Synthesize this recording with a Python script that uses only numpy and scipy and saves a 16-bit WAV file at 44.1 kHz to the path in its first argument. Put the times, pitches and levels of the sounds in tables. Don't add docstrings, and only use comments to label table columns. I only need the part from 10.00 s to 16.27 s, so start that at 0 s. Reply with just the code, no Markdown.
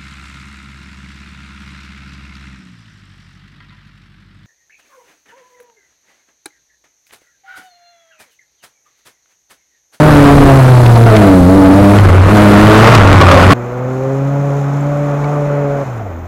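import sys
import numpy as np
from scipy import signal
from scipy.io import wavfile

SR = 44100
rng = np.random.default_rng(int(sys.argv[2]) if len(sys.argv) > 2 else 0)


def store_pcm(level_fs):
    pcm = np.round(np.clip(level_fs, -1, 1) * 32767).astype(np.int16)
    wavfile.write(sys.argv[1], SR, np.atleast_2d(pcm).T)


N = 276507
TIME = np.arange(N) / SR
CUT_S = 3.534

# time_s, firing_hz
CAB_REVS = [(0.0, 150.5), (0.07, 153.2), (0.18, 143), (0.42, 141), (0.65, 129.5), (0.93, 116.5),
            (1.05, 116.2), (1.3, 96), (1.44, 87.8), (1.56, 98), (1.69, 94), (1.8, 99.7), (2.01, 102),
            (2.11, 90.5), (2.275, 95.5), (2.32, 105), (2.53, 102), (2.8, 108.5), (2.93, 119), (3.01, 99.6),
            (3.25, 90.1), (3.44, 91.5), (3.53, 96.5)]
# frequency_hz, level_db
CAB_BOOM = [(86, -12), (106, -9.5), (125, -5.5), (147, -7.5), (178, -9), (194, -13), (205, -7.5),
            (219, -16), (262, -9.5), (286, -5), (306, -12), (345, -15), (420, -16), (470, -23)]
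# frequency_hz, level_db
CAB_PIPE = [(380, 6), (480, 6), (570, -0.5), (660, 5.5), (800, -8.5), (1000, -21), (1500, -69)]
CYLINDER_DB = [4, 1.5, 1, -1]
# frequency_hz, level_db
WIND_SPECTRUM = [(22, 1.5), (40, -10.5), (70, -5), (130, -12), (250, -14), (500, -18.5), (1000, -36)]
# centre_s, level_db
GUSTS = [(0.02, -8), (0.42, -10), (1.7, -32.5), (2.07, -17), (3.05, -31)]
# time_s, roar_db, grit_db
SCRUB = [(0.0, -24.5, -40), (0.16, -21.5, -38), (0.93, -27, -39.5), (1.21, -25, -40), (1.47, -31.5, -42),
         (1.98, -24, -40.5), (2.24, -24, -46.5), (2.36, -22.5, -39), (2.92, -16.5, -38), (3.03, -19.5, -45),
         (3.49, -18.5, -40), (3.5, -16.5, -37)]
# frequency_hz, level_db
TYRE_SPECTRUM = [(100, 11), (250, 2.5), (600, 2), (900, -1), (1250, 3.5), (1700, -7), (2300, -10.5),
                 (4000, -25.5), (8000, -33), (15000, -82)]
# frequency_hz, level_db
GRIT_SPECTRUM = [(2000, -34), (3800, 11.5), (5500, 1), (8000, 2.5), (11500, 2.5), (13200, -14),
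                 (16000, -12)]
# frequency_hz, level_db
AIR_SPECTRUM = [(3000, 2.5), (7000, -7), (11500, -6.5), (13200, -10), (16000, -6.5)]
# shut_s, reopen_s, pedal_travel_s, overtone_loss_db
LIFTS = [(0.537, 1.106, 0.12, 5.5), (1.99, 2.3, 0.063, 18.5), (2.898, 3.507, 0.029, 9),
         (5.845, 6.499, 0.031, 14)]
# start_s, level_db
KNOCKS = [(0.8606, -14.5), (0.9567, -23), (1.1473, -32), (1.166, -15), (1.9855, -19), (2.867, -15),
          (2.9504, -6.5), (2.9789, -12), (3.074, -15.5), (3.129, -15.5), (3.212, -12), (3.3156, -11),
          (3.4281, -22)]
# centre_s, half_length_s, pitch_hz, level_db, octave_db
SQUEALS = [(0.89, 0.035, 732, -9, -39), (0.97, .018, 705, -6.5, -24), (1.093, 0.034, 667, -8, -18),
           (1.154, .012, 665, -8.5, -24), (1.237, .02, 649, -7.5, -23), (1.292, .025, 658, -10, -37),
           (2.93, 0.076, 620, -12, -31), (3.13, 0.054, 587, -15.5, -19), (3.225, .018, 549, -7.5, -5),
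           (3.312, .035, 603.7, -8, -2.5), (3.345, .06, 544, -3.5, -7.5), (3.515, 0.021, 568, -6, -6),
           (6.014, 0.021, 708.6, -25, -47), (6.069, .02, 713, -28.5, -46)]
# centre_s, dip_db
BREAKS = [(2.306, -3), (2.925, -9), (3.385, -13), (5.85, -16)]
# time_s, firing_hz
FAR_REVS = [(3.54, 120.1), (3.75, 123.3), (4.18, 136.6), (4.4, 141.7), (4.7, 140.6), (4.97, 145.2),
            (5.16, 143.1), (5.33, 146.7), (5.82, 139.8), (5.865, 130.7), (6.02, 106.9), (6.13, 83.7),
            (6.27, 84.1)]
# time_s, level_db
FAR_NOTE = [(3.6, -23), (3.62, -24), (3.74, -25), (3.84, -19.5), (3.99, -20.5), (4.24, -14.5), (5.6, -17),
            (5.95, -23), (6.27, -27.5)]
# time_s, level_db
FAR_DRONE = [(3.6, -24.5), (4.1, -21), (4.55, -24), (5.2, -24.5), (5.7, -21), (5.85, -21.5)]
# frequency_hz, level_db
FAR_PIPE = [(400, -4), (600, 11), (720, 5.5), (850, 3.5), (1000, -5), (1150, 1.5), (1400, -3), (2200, -39)]
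# centre_s, half_length_s, order, dip_db
FADES = [(3.587, 0.059, 4, -13), (3.84, 0.058, 3, -4), (3.95, 0.053, 4, -8), (4.27, .06, 4, -4.5),
         (4.276, 0.054, 3, -13), (4.687, 0.078, 4, -11), (4.8, 0.13, 3, -13), (5.226, 0.07, 4, -7)]
# time_s, roar_db, gravel_db
FAR_RUSH = [(3.63, -35.5, -48.5), (3.81, -35, -52), (3.94, -35.5, -46.5), (5.3, -32.5, -45.5),
            (5.67, -32.5, -49.5), (5.81, -33, -46), (5.92, -36.5, -51.5), (6.27, -42.5, -56)]
# frequency_hz, level_db
ROAR_SPECTRUM = [(25, -9), (50, 4.5), (100, -11), (200, 6.5), (350, 1), (600, 7), (900, 1), (1350, -0.5),
                 (1750, -10), (2200, -9.5), (3000, -24), (4500, -33), (8000, -64)]
# frequency_hz, level_db
GRAVEL_SPECTRUM = [(2500, -10), (3700, 1), (4500, -11), (5500, -2), (7000, 3.5), (8900, -20), (11300, -10),
                   (14000, -29)]
# centre_s, pitch_hz, level_db
SQUEAKS = [(4.81, 7500, -38), (5.245, 2240, -25), (5.965, 10200, -52), (6.243, 6200, -58)]


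def from_db(db):
    return 10 ** (np.asarray(db) / 20)


def rms_one(x):
    return x / np.sqrt(np.mean(x ** 2) + 1e-20)


def in_time(rows):
    times, *columns = np.transpose(rows)
    return [np.interp(TIME, times, column) for column in columns]


def at_hz(spectrum, hz):
    freqs, levels = np.transpose(spectrum)
    return np.interp(np.log(hz), np.log(freqs), levels)


def swell(centre_s, half_length_s):
    return np.exp(-((TIME - centre_s) / half_length_s) ** 2)


def drift(rate_hz):
    hop, settle = 40, 2000
    pole = np.exp(-2 * np.pi * rate_hz * hop / SR)
    white = rng.standard_normal(N // hop + settle + 2)
    slow = signal.lfilter([1], [1, -2 * pole, pole * pole], white)[settle:]
    return np.interp(np.arange(N) / hop, np.arange(len(slow)), rms_one(slow))


def butter(x, hz, kind, order=2):
    return signal.sosfilt(signal.butter(order, hz, kind, fs=SR, output="sos"), x)


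def band_noise(low_hz, high_hz, order=2):
    return rms_one(butter(rng.standard_normal(N), [low_hz, high_hz], "band", order))


def noise(spectrum):
    edges = 20 * 2 ** (np.arange(40) / 4)
    white, out = rng.standard_normal((2, N)), np.zeros(N)
    for k, (low, high) in enumerate(zip(edges, edges[1:])):
        if high > spectrum[0][0] and low < spectrum[-1][0]:
            band = butter(white[k % 2], [low, high], "band", order=3)
            out += from_db(at_hz(spectrum, np.sqrt(low * high))) * band
    return rms_one(out)


def firings(hz, loss_db, jitter, scatter, stumble):
    count = np.cumsum(hz * (1 + jitter * drift(27))) / SR
    return count + (scatter + stumble * loss_db / loss_db.max()) * drift(69.7)


def exhaust(fired, hz, orders_db, rasp_db, pipe, flutter_db, uneven, smear):
    def order_wave(k):
        return np.sqrt(2) * np.sin(2 * np.pi * k * fired - smear * k * k)
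    boom = sum(from_db(db + flutter_db * drift(42)) * order_wave(k) for k, db in enumerate(orders_db, 1))
    upper = np.arange(len(orders_db) + 1, 15)
    gains = [from_db(at_hz(pipe, k * hz)) for k in upper]
    rasp = sum(gain * from_db(4 * drift(9.9)) * order_wave(k) for k, gain in zip(upper, gains))
    rasp /= np.sqrt(sum(gain ** 2 for gain in gains))
    cylinder_db = np.interp(fired, np.arange(4), CYLINDER_DB, period=4)
    return (boom + from_db(rasp_db) * rasp) * from_db(uneven * cylinder_db) * note_breaks()


def cab_engine(shut, loss_db):
    hz, = in_time(CAB_REVS)
    coast_db = 3 * shut + 0.15 * loss_db
    chug_db = 2 * shut * drift(21.4)
    note_db = at_hz(CAB_BOOM, hz) + coast_db + chug_db
    orders_db = [note_db] + [at_hz(CAB_BOOM, k * hz) - loss_db for k in (2, 3)]
    fired = firings(hz, loss_db, jitter=0.0032, scatter=0.006, stumble=0.02)
    rasp_db = -14.5 - loss_db
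    return exhaust(fired, hz, orders_db, rasp_db, CAB_PIPE, flutter_db=1.82, uneven=0.09, smear=1.4), fired


def wind():
    gusts = sum(from_db(db) * swell(s, half_length_s=0.13) for s, db in GUSTS)
    return (from_db(-16.5) + gusts) * noise(WIND_SPECTRUM)


def tyre_roar(effort_db):
    return from_db(-13 + 1.23 * effort_db + 0.2 * drift(73)) * noise(TYRE_SPECTRUM)


def puffs(fired, depth):
    return rms_one(np.exp(depth * np.cos(2 * np.pi * fired)))


def overload(x, drive_db, ceiling, droop_hz):
    return butter(ceiling * np.tanh(from_db(drive_db) * x), droop_hz, "high", order=1)


def throttle():
    lifts = [np.clip(np.minimum(TIME - shut_s, reopen_s - TIME) / travel_s + 0.5, 0, 1)
             for shut_s, reopen_s, travel_s, _ in LIFTS]
    return sum(lifts), sum(lift * db for lift, (*_, db) in zip(lifts, LIFTS))


def knocks(t60_s):
    envelope = sum(from_db(db - 60 * np.abs(TIME - s) / t60_s) * (TIME >= s) for s, db in KNOCKS)
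    return from_db(4.5) * envelope * band_noise(750, 3240)


def squeals(rows, fall, waver, flutter_db, scrub_db):
    out, wobble = np.zeros(N), 1 + waver * drift(83)
    scrub = from_db(scrub_db) * band_noise(650, 1400, order=1)
    for centre_s, half_length_s, hz, db, octave_db in rows:
        span = np.abs(TIME - centre_s) < 4 * half_length_s
        age = (TIME[span] - centre_s) / half_length_s
        pitch_hz = hz * wobble[span] * (1 - fall * np.tanh(age))
        phase = 2 * np.pi * np.cumsum(pitch_hz) / SR
        voice = from_db(db) * (np.sin(phase) + scrub[span]) + from_db(octave_db) * np.sin(2 * phase)
        out[span] += np.exp(-age ** 2) * voice
    return out * from_db(flutter_db * drift(60))


def note_breaks():
    return from_db(sum(db * swell(s, half_length_s=0.0077) for s, db in BREAKS))


def from_the_cab(shut, loss_db):
    tyre_db, grit_db = in_time(SCRUB)
    effort_db = tyre_db - tyre_db[TIME < CUT_S].mean()
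    engine, fired = cab_engine(shut, loss_db)
    close = engine + wind() + tyre_roar(effort_db) * puffs(fired, depth=0.027)
    close += squeals(SQUEALS, fall=0.02424, waver=0.0366, flutter_db=4, scrub_db=-32)
    close += knocks(t60_s=0.028)
    close *= from_db(0.12 * effort_db - 3.24)
    spray = from_db(grit_db + 3) * noise(GRIT_SPECTRUM)
    air_hiss = from_db(grit_db + 2.5 - 0.25 * loss_db) * noise(AIR_SPECTRUM)
    return overload(close + spray, drive_db=11, ceiling=0.85, droop_hz=14) + air_hiss


def far_engine(roar_db, loss_db):
    hz, = in_time(FAR_REVS)
    note_db, = in_time(FAR_NOTE)
    drone_db, = in_time(FAR_DRONE)
    revs_db = 0.06 * (hz - 140)
    orders_db = [note_db,
                 note_db - 9 - 0.5 * loss_db + fading(2),
                 drone_db - 3.5 + revs_db - 0.79 * loss_db + fading(3),
                 drone_db - 1.4 * loss_db + fading(4)]
    fired = firings(hz, loss_db, jitter=0.00415, scatter=0.0063, stumble=0.043)
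    rasp_db = roar_db + 0.5 - 0.17 * loss_db
    engine = exhaust(fired, hz, orders_db, rasp_db, FAR_PIPE, flutter_db=0.63, uneven=0.29, smear=0.414)
    return engine, fired


def fading(order):
    dips_db = sum(db * swell(s, half_length_s) for s, half_length_s, k, db in FADES if k == order)
    return 1.9 * drift(3.7) + dips_db


def far_roar(roar_db, fired):
    return from_db(roar_db + 8.5 + 0.45 * drift(13)) * noise(ROAR_SPECTRUM) * puffs(fired, depth=0.11)


def gravel(gravel_db, ticks_per_s, decay_s):
    hiss = from_db(gravel_db - 1.5 + 0.74 * drift(4.6)) * noise(GRAVEL_SPECTRUM)
    hits = rng.random(N) < ticks_per_s / SR
    sizes = from_db(-4 * np.minimum(rng.exponential(1, N), 3))
    ticks = signal.lfilter([1], [1, -np.exp(-1 / (decay_s * SR))], hits * sizes)
    return hiss * rms_one(1 + ticks)


def camera_whine(pitch_hz):
    return from_db(-59.5) * np.sin(2 * np.pi * pitch_hz * TIME)


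def chassis_squeaks(half_length_s, fall, waver, scrub_db):
    out, wobble = np.zeros(N), 1 + waver * drift(80)
    for centre_s, hz, db in SQUEAKS:
        age = (TIME - centre_s) / half_length_s
        pitch_hz = hz * wobble * (1 - fall * np.tanh(age))
        tone = np.sin(2 * np.pi * np.cumsum(pitch_hz) / SR)
        scrub = from_db(scrub_db) * band_noise(hz, 2 * hz)
        out += from_db(db) * np.exp(-age ** 2) * (tone + scrub)
    return out


def from_the_ground(loss_db):
    roar_db, gravel_db = in_time(FAR_RUSH)
    engine, fired = far_engine(roar_db, loss_db)
    roar = far_roar(roar_db, fired)
    stones = gravel(gravel_db, ticks_per_s=84, decay_s=0.0013)
    far_squeals = [row for row in SQUEALS if row[0] > CUT_S]
    chirps = squeals(far_squeals, fall=0.044, waver=0.031, flutter_db=-0.5, scrub_db=-38)
    squeaks = chassis_squeaks(half_length_s=0.0034, fall=0.0053, waver=0.0084, scrub_db=-15)
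    return engine + roar + stones + camera_whine(pitch_hz=13750) + squeaks + chirps


def scene():
    shut, loss_db = throttle()
    return np.where(TIME < CUT_S, from_the_cab(shut, loss_db), from_the_ground(loss_db))[None, :]


def record(dry):
    lowpass = signal.ellip(10, 0.1, 90, 16000, fs=SR, output="sos")
    return signal.sosfilt(lowpass, np.clip(dry, -1, 1))


dry = scene()
out = record(dry)
store_pcm(out)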